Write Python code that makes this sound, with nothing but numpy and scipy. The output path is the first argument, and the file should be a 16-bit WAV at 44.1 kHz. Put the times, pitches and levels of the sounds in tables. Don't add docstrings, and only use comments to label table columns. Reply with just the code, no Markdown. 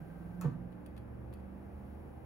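import sys
import numpy as np
from scipy import signal
from scipy.fft import rfft, irfft, next_fast_len
from scipy.io import wavfile

SR = 44100
rng = np.random.default_rng(int(sys.argv[2]) if len(sys.argv) > 2 else 0)


def master(y):
    cut = np.clip(np.atleast_2d(y).T, -1, 1)
    pcm = np.round(cut * 32767)
    wavfile.write(sys.argv[1], SR, pcm.astype(np.int16))


N = 99225

# freq_hz, coherence
PORT_COHERENCE = [(30, .93), (70, .97), (160, .95), (260, .65), (430, .3), (1000, .25), (3000, .25),
                  (4500, .5), (6500, .85), (8400, .99), (10500, .9), (13300, .98), (16000, .85)]
# freq_hz, density_db
WHITE = [(20, 0), (20000, 0)]


def amp(db):
    return 10 ** (np.asarray(db) / 20)


def unit(x):
    return x / np.sqrt(np.mean(x ** 2) + 1e-20)


def read(points, hz):
    freq_hz, value = np.transpose(points)
    return np.interp(np.log(hz + 1), np.log(freq_hz + 1), value)


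def add(mix, start_s, sound):
    part = mix[:, round(start_s * SR):][:, :sound.shape[-1]]
    part += sound[..., :part.shape[1]]


def course(levels_db):
    return np.interp(np.arange(N), [0, N / 2, N], levels_db)


def drift(top_hz):
    t = np.arange(N) / SR
    rates_hz = top_hz * np.geomspace(0.1, 1, 12)
    return unit(sum(np.sin(2 * np.pi * (hz * t + rng.random())) for hz in rates_hz))


def port_noise(colour, samples, spacing=1):
    # freq_hz, phase_rad
    right_lead = [(0, 0), (200, 0), (450, -.6), (1300, .8), (2200, 1.7), (3050, 3.14), (5700, 6.0),
                  (8400, 9.42), (13300, 15.7), (16000, 19.1)]
    hz = np.fft.rfftfreq(samples, 1 / SR)
    common, separate = rfft(rng.standard_normal((2, samples)))
    coherence = np.clip(read(PORT_COHERENCE, hz), 0, 1)
    half_lag = np.exp(-0.5j * spacing * np.interp(hz, *np.transpose(right_lead)))
    left = common * half_lag
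    right = (coherence * common + np.sqrt(1 - coherence ** 2) * separate) / half_lag
    return unit(irfft(np.array([left, right]) * amp(read(colour, hz)), samples))


def port_phases(hz, spread):
    gap_rad = spread * np.arccos(np.clip(read(PORT_COHERENCE, hz), 0, 1))
    return np.array([[0.5], [-0.5]]) * gap_rad * rng.choice([-1, 1])


def burst(colour, rise_s, t60_s):
    t = np.arange(SR // 2) / SR
    return port_noise(colour, len(t)) * (1 - np.exp(-t / rise_s)) * amp(-60 * t / t60_s)


def ring(modes, rise_s):
    t = np.arange(SR // 2) / SR
    tones = sum(amp(db - 60 * t / t60_s) * np.sin(2 * np.pi * hz * t + port_phases(hz, spread=0.53))
                for hz, db, t60_s in modes)
    return (1 - np.exp(-(t / rise_s) ** 2)) * tones


def room(x, wet_db, onset_s):
    # freq_hz, t60_s
    decay = [(130, 0.81), (400, 0.12), (1200, 0.31), (3000, 0.3), (7000, 0.28), (14000, 0.14)]
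    hz, frame_s, bands = signal.stft(port_noise(WHITE, SR, spacing=0), SR, nperseg=256)
    tail = signal.istft(bands * amp(-60 * frame_s / read(decay, hz)[:, None]), SR, nperseg=256)[1]
    t = np.arange(tail.shape[1]) / SR
    tail *= 1 - np.exp(-(t / onset_s) ** 4)
    tail /= np.linalg.norm(tail[0])
    return x + amp(wet_db) * signal.fftconvolve(x, tail, axes=1)[:, :N]


def rumble_and_hiss(level_db=-52.5, split_hz=4000):
    # freq_hz, density_db
    colour = [(20, -26), (30, -2.5), (39, 2), (50, 3.5), (70, 3.5), (95, 1.5), (140, 2), (200, -6.5),
              (320, 0), (410, -7), (520, -4.5), (800, -12), (1100, -15.5), (1600, -20), (2500, -28.5),
              (3500, -40), (6300, -51.5), (9500, -45.5), (12000, -42), (13500, -46.5), (15600, -45)]
    # time_s, gain_db
    hiss_lift = [(0, 7.5), (0.35, 7.5), (0.6, 2.5), (1.0, 2.5), (1.501, 3.5), (1.9, 6.5), (2.25, 4.5)]
    noise = amp(level_db) * port_noise(colour, N)
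    treble = signal.sosfiltfilt(signal.butter(2, split_hz, "high", fs=SR, output="sos"), noise)
    lift_db = np.interp(np.arange(N) / SR, *np.transpose(hiss_lift))
    return noise + treble * (amp(lift_db) - 1)


def engine(main_order=8, flutter_depth=0.4, main_waver_db=1.82, waver_db=3.0, jitter_rad=0.62):
    # time_s, speed_hz, main_db
    run_up = [(0, 19.4, -60.5), (0.099, 20.65, -51), (0.4, 22.1, -45.5), (0.618, 22.2, -47.5),
              (0.86, 22.7, -60), (1.1, 23.5, -57.5), (1.292, 23.7, -64), (1.5, 24.3, -52.5),
              (1.9, 24.8, -58), (2.25, 25, -66)]
    # order, start_db, mid_db, end_db
    orders = [(3, -61, -51.5, -55.5), (5, -62, -56, -63), (9, -60, -66, -63), (10, -64, -62, -68),
              (11, -66, -70, -76), (12, -71, -73, -64), (13, -66, -64.5, -64.5), (15, -65, -67, -74),
              (16, -71, -72, -74), (19, -79, -68.5, -70), (22, -79, -65, -77)]
    t = np.arange(N) / SR
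    time_s, speed_hz, main_db = np.transpose(run_up)
    shaft_rad = 2 * np.pi * np.cumsum(np.interp(t, time_s, speed_hz)) / SR
    hum = amp(np.interp(t, time_s, main_db) + main_waver_db * drift(12)) * np.sin(main_order * shaft_rad)
    hum *= 1 + flutter_depth * np.sin(shaft_rad + drift(3.6))
    for order, *levels_db in orders:
        level_db = course(levels_db) + waver_db * drift(4.067)
        phase_rad = 2 * np.pi * rng.random() + port_phases(order * speed_hz.mean(), spread=1.36)
        hum = hum + amp(level_db) * np.sin(order * shaft_rad + phase_rad + jitter_rad * drift(4.413))
    return np.sqrt(2) * hum


def motor_whirr():
    # centre_hz, width_hz, start_db, mid_db, end_db
    bands = [(702.5, 17, -72, -79, -67.5), (781.3, 8.3, -71, -72, -71.5), (844.5, 34, -73.5, -70.5, -69),
             (1560, 52, -69.5, -81, -95)]
    hz = np.fft.rfftfreq(N, 1 / SR)
    spectrum = rfft(port_noise(WHITE, N))
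    out = np.zeros((2, N))
    for centre_hz, width_hz, *levels_db in bands:
        peak = 1 / (1 + (2 * (hz - centre_hz) / width_hz) ** 2)
        out += amp(course(levels_db)) * unit(irfft(spectrum * peak, N))
    return out


def lid_booms(start_hz=186.4, end_hz=142.1, settle_s=0.012, rise_s=0.025, t60_s=0.12):
    # start_s, gain_db
    flexes = [(0.008, -27.5), (0.443, -9), (0.524, -25)]
    t = np.arange(SR // 2) / SR
    pitch_hz = end_hz + (start_hz - end_hz) * np.exp(-t / settle_s)
    envelope = (1 - np.exp(-(t / rise_s) ** 2)) * amp(-60 * t / t60_s)
    boom = envelope * np.sin(2 * np.pi * np.cumsum(pitch_hz) / SR)
    out = np.zeros((2, N))
    for start_s, gain_db in flexes:
        add(out, start_s, amp(gain_db) * boom)
    return out


def latch_click(ring_db=-7, clack_db=-50):
    # start_s, gain_db
    contacts = [(0.4110, -40), (0.4123, -37.5), (0.4150, -54), (0.4213, -50), (0.4285, -57), (0.4345, -62)]
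    # freq_hz, density_db
    snap = [(300, -26), (800, 6), (1300, 13), (2000, 5.5), (2600, -12), (3200, -4), (4300, 4), (5500, 0),
            (7000, 6.5), (9000, 7), (10800, 5), (12000, 9), (13500, 0), (15600, 4.5)]
    # pitch_hz, gain_db, t60_s
    modes = [(890, -4.5, 0.14), (1107, -2, 0.16), (1220, -7.5, 0.19), (1300, 1, 0.16), (1440, -11, 0.1),
             (1540, -21.5, .28), (1727, -23, 0.42), (2460, -8, 0.085), (2594, -10.5, 0.091),
             (4340, -14, 0.049), (6780, -8, 0.045), (11800, -10, 0.11)]
    # freq_hz, density_db
    clack = [(300, -10), (750, -0.5), (1250, -3.5), (1550, 1), (1900, -4), (2200, -14), (2550, -8),
             (3000, -19.5), (4400, -17.5), (8000, -50)]
    out = np.zeros((2, N))
    for start_s, gain_db in contacts:
        add(out, start_s, amp(gain_db) * burst(snap, rise_s=0.0006, t60_s=0.011))
    first_s, first_db = contacts[0]
    add(out, first_s, amp(first_db + ring_db) * ring(modes, rise_s=0.0052))
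    add(out, first_s, amp(clack_db) * burst(clack, rise_s=0.011, t60_s=0.24))
    return room(out, wet_db=-4.0, onset_s=0.00092)


def case_thud(rattle_db=-22):
    # start_s, gain_db
    bumps = [(0.4350, -30), (0.4460, -24)]
    # pitch_hz, gain_db, t60_s
    modes = [(128.1, -14.5, 0.46), (221.3, -24, .3), (245.8, -20.5, 1), (260, -4.5, 0.051),
             (329.7, -18, 0.24), (410, -18.5, 0.11), (490.8, -9, 0.12), (500.5, -17, 0.1),
             (555.6, -24.5, 0.095), (718, -13.5, 0.051), (882, -19.5, 0.1), (984, -35, 0.33),
             (1175, -30, 0.3), (1287, -36, 0.22), (1530, -26, 0.096), (1784, -24, 0.086)]
    # freq_hz, density_db
    rattle_colour = [(60, -1), (150, -22), (300, 15), (600, 8.5), (1200, 5), (1800, -6.5), (3200, -12.5),
                     (7000, -34), (15000, -57)]
    out = np.zeros((2, N))
    for start_s, gain_db in bumps:
        body = ring(modes, rise_s=0.008)
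        rattle = amp(rattle_db) * burst(rattle_colour, rise_s=0.00062, t60_s=0.11)
        add(out, start_s, amp(gain_db) * (body + rattle))
    return room(out, wet_db=-6.5, onset_s=0.019)


def tray_ticks(t60_s=0.036, ping_trim_db=-3):
    # start_s, gain_db, rise_s, rub_relative_db, ping_relative_db
    catches = [(0.719, -74.5, .002, 1, -11), (0.7255, -79, .002, 9, -12), (0.8600, -60, 0.002, -2, -4),
               (0.964, -68, 0.0021, 5, 3), (0.9720, -64.5, 0.0062, 3.5, -2), (1.326, -70, 0.002, 7, -16),
               (1.3320, -61.5, 0.0062, -4, 0), (1.364, -83, 0.012, 8, -8), (1.389, -80, 0.012, 8, -8)]
    # freq_hz, density_db
    tick = [(500, -16), (2400, -10), (3300, -13), (4000, -7), (4480, 2), (5000, -10), (5800, -12),
            (7200, -6), (8800, -3), (9450, 5), (10300, 0), (11200, -4), (12050, 3), (13500, -5),
            (15800, -7)]
    # freq_hz, density_db
    rub = [(600, -15), (1400, 9), (2600, 2), (3300, 3), (4200, -2), (6000, -17), (15000, -34)]
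    # pitch_hz, gain_db, t60_s
    modes = [(2570, -4.5, 0.14), (3300, -16.5, 0.19), (4440, -6, .05), (4570, -6.5, 0.082)]
    out = np.zeros((2, N))
    t = np.arange(SR // 2) / SR
    for start_s, gain_db, rise_s, rub_db, ping_db in catches:
        scrape = port_noise(tick, len(t)) + amp(rub_db) * port_noise(rub, len(t))
        attack = np.minimum(t / rise_s, 1) ** 2
        decay = amp(-60 * np.maximum(t - rise_s, 0) / t60_s)
        add(out, start_s, amp(gain_db) * attack * decay * scrape)
        ping = amp(gain_db + ping_db + ping_trim_db) * ring(modes, rise_s=0.0029)
        add(out, start_s + rise_s / 2, ping)
    return room(out, wet_db=-10, onset_s=0.0027)


def scene():
    player = latch_click() + case_thud() + lid_booms() + tray_ticks() + motor_whirr()
    return player + engine() + rumble_and_hiss()


def record(dry, fade_s=0.004, cutoff_hz=15850):
    # freq_hz, left_minus_right_db
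    balance = [(60, -2.5), (110, -4), (190, -7.5), (380, 2.5), (700, 2.5), (1300, 0.5), (2600, 1.5),
               (8000, 0.5)]
    size = next_fast_len(N + 4096)
    left_gain = amp(read(balance, np.fft.rfftfreq(size, 1 / SR)) / 2)
    heard = irfft(rfft(dry, size) * np.array([left_gain, 1 / left_gain]), size)[:, :N]
    heard *= np.minimum(np.arange(N) / SR / fade_s, 1)
    lowpass = signal.firwin(511, cutoff_hz, window=("kaiser", 9), fs=SR)
    return signal.oaconvolve(heard, lowpass[None], "same")


dry = scene()
out = record(dry)
master(out)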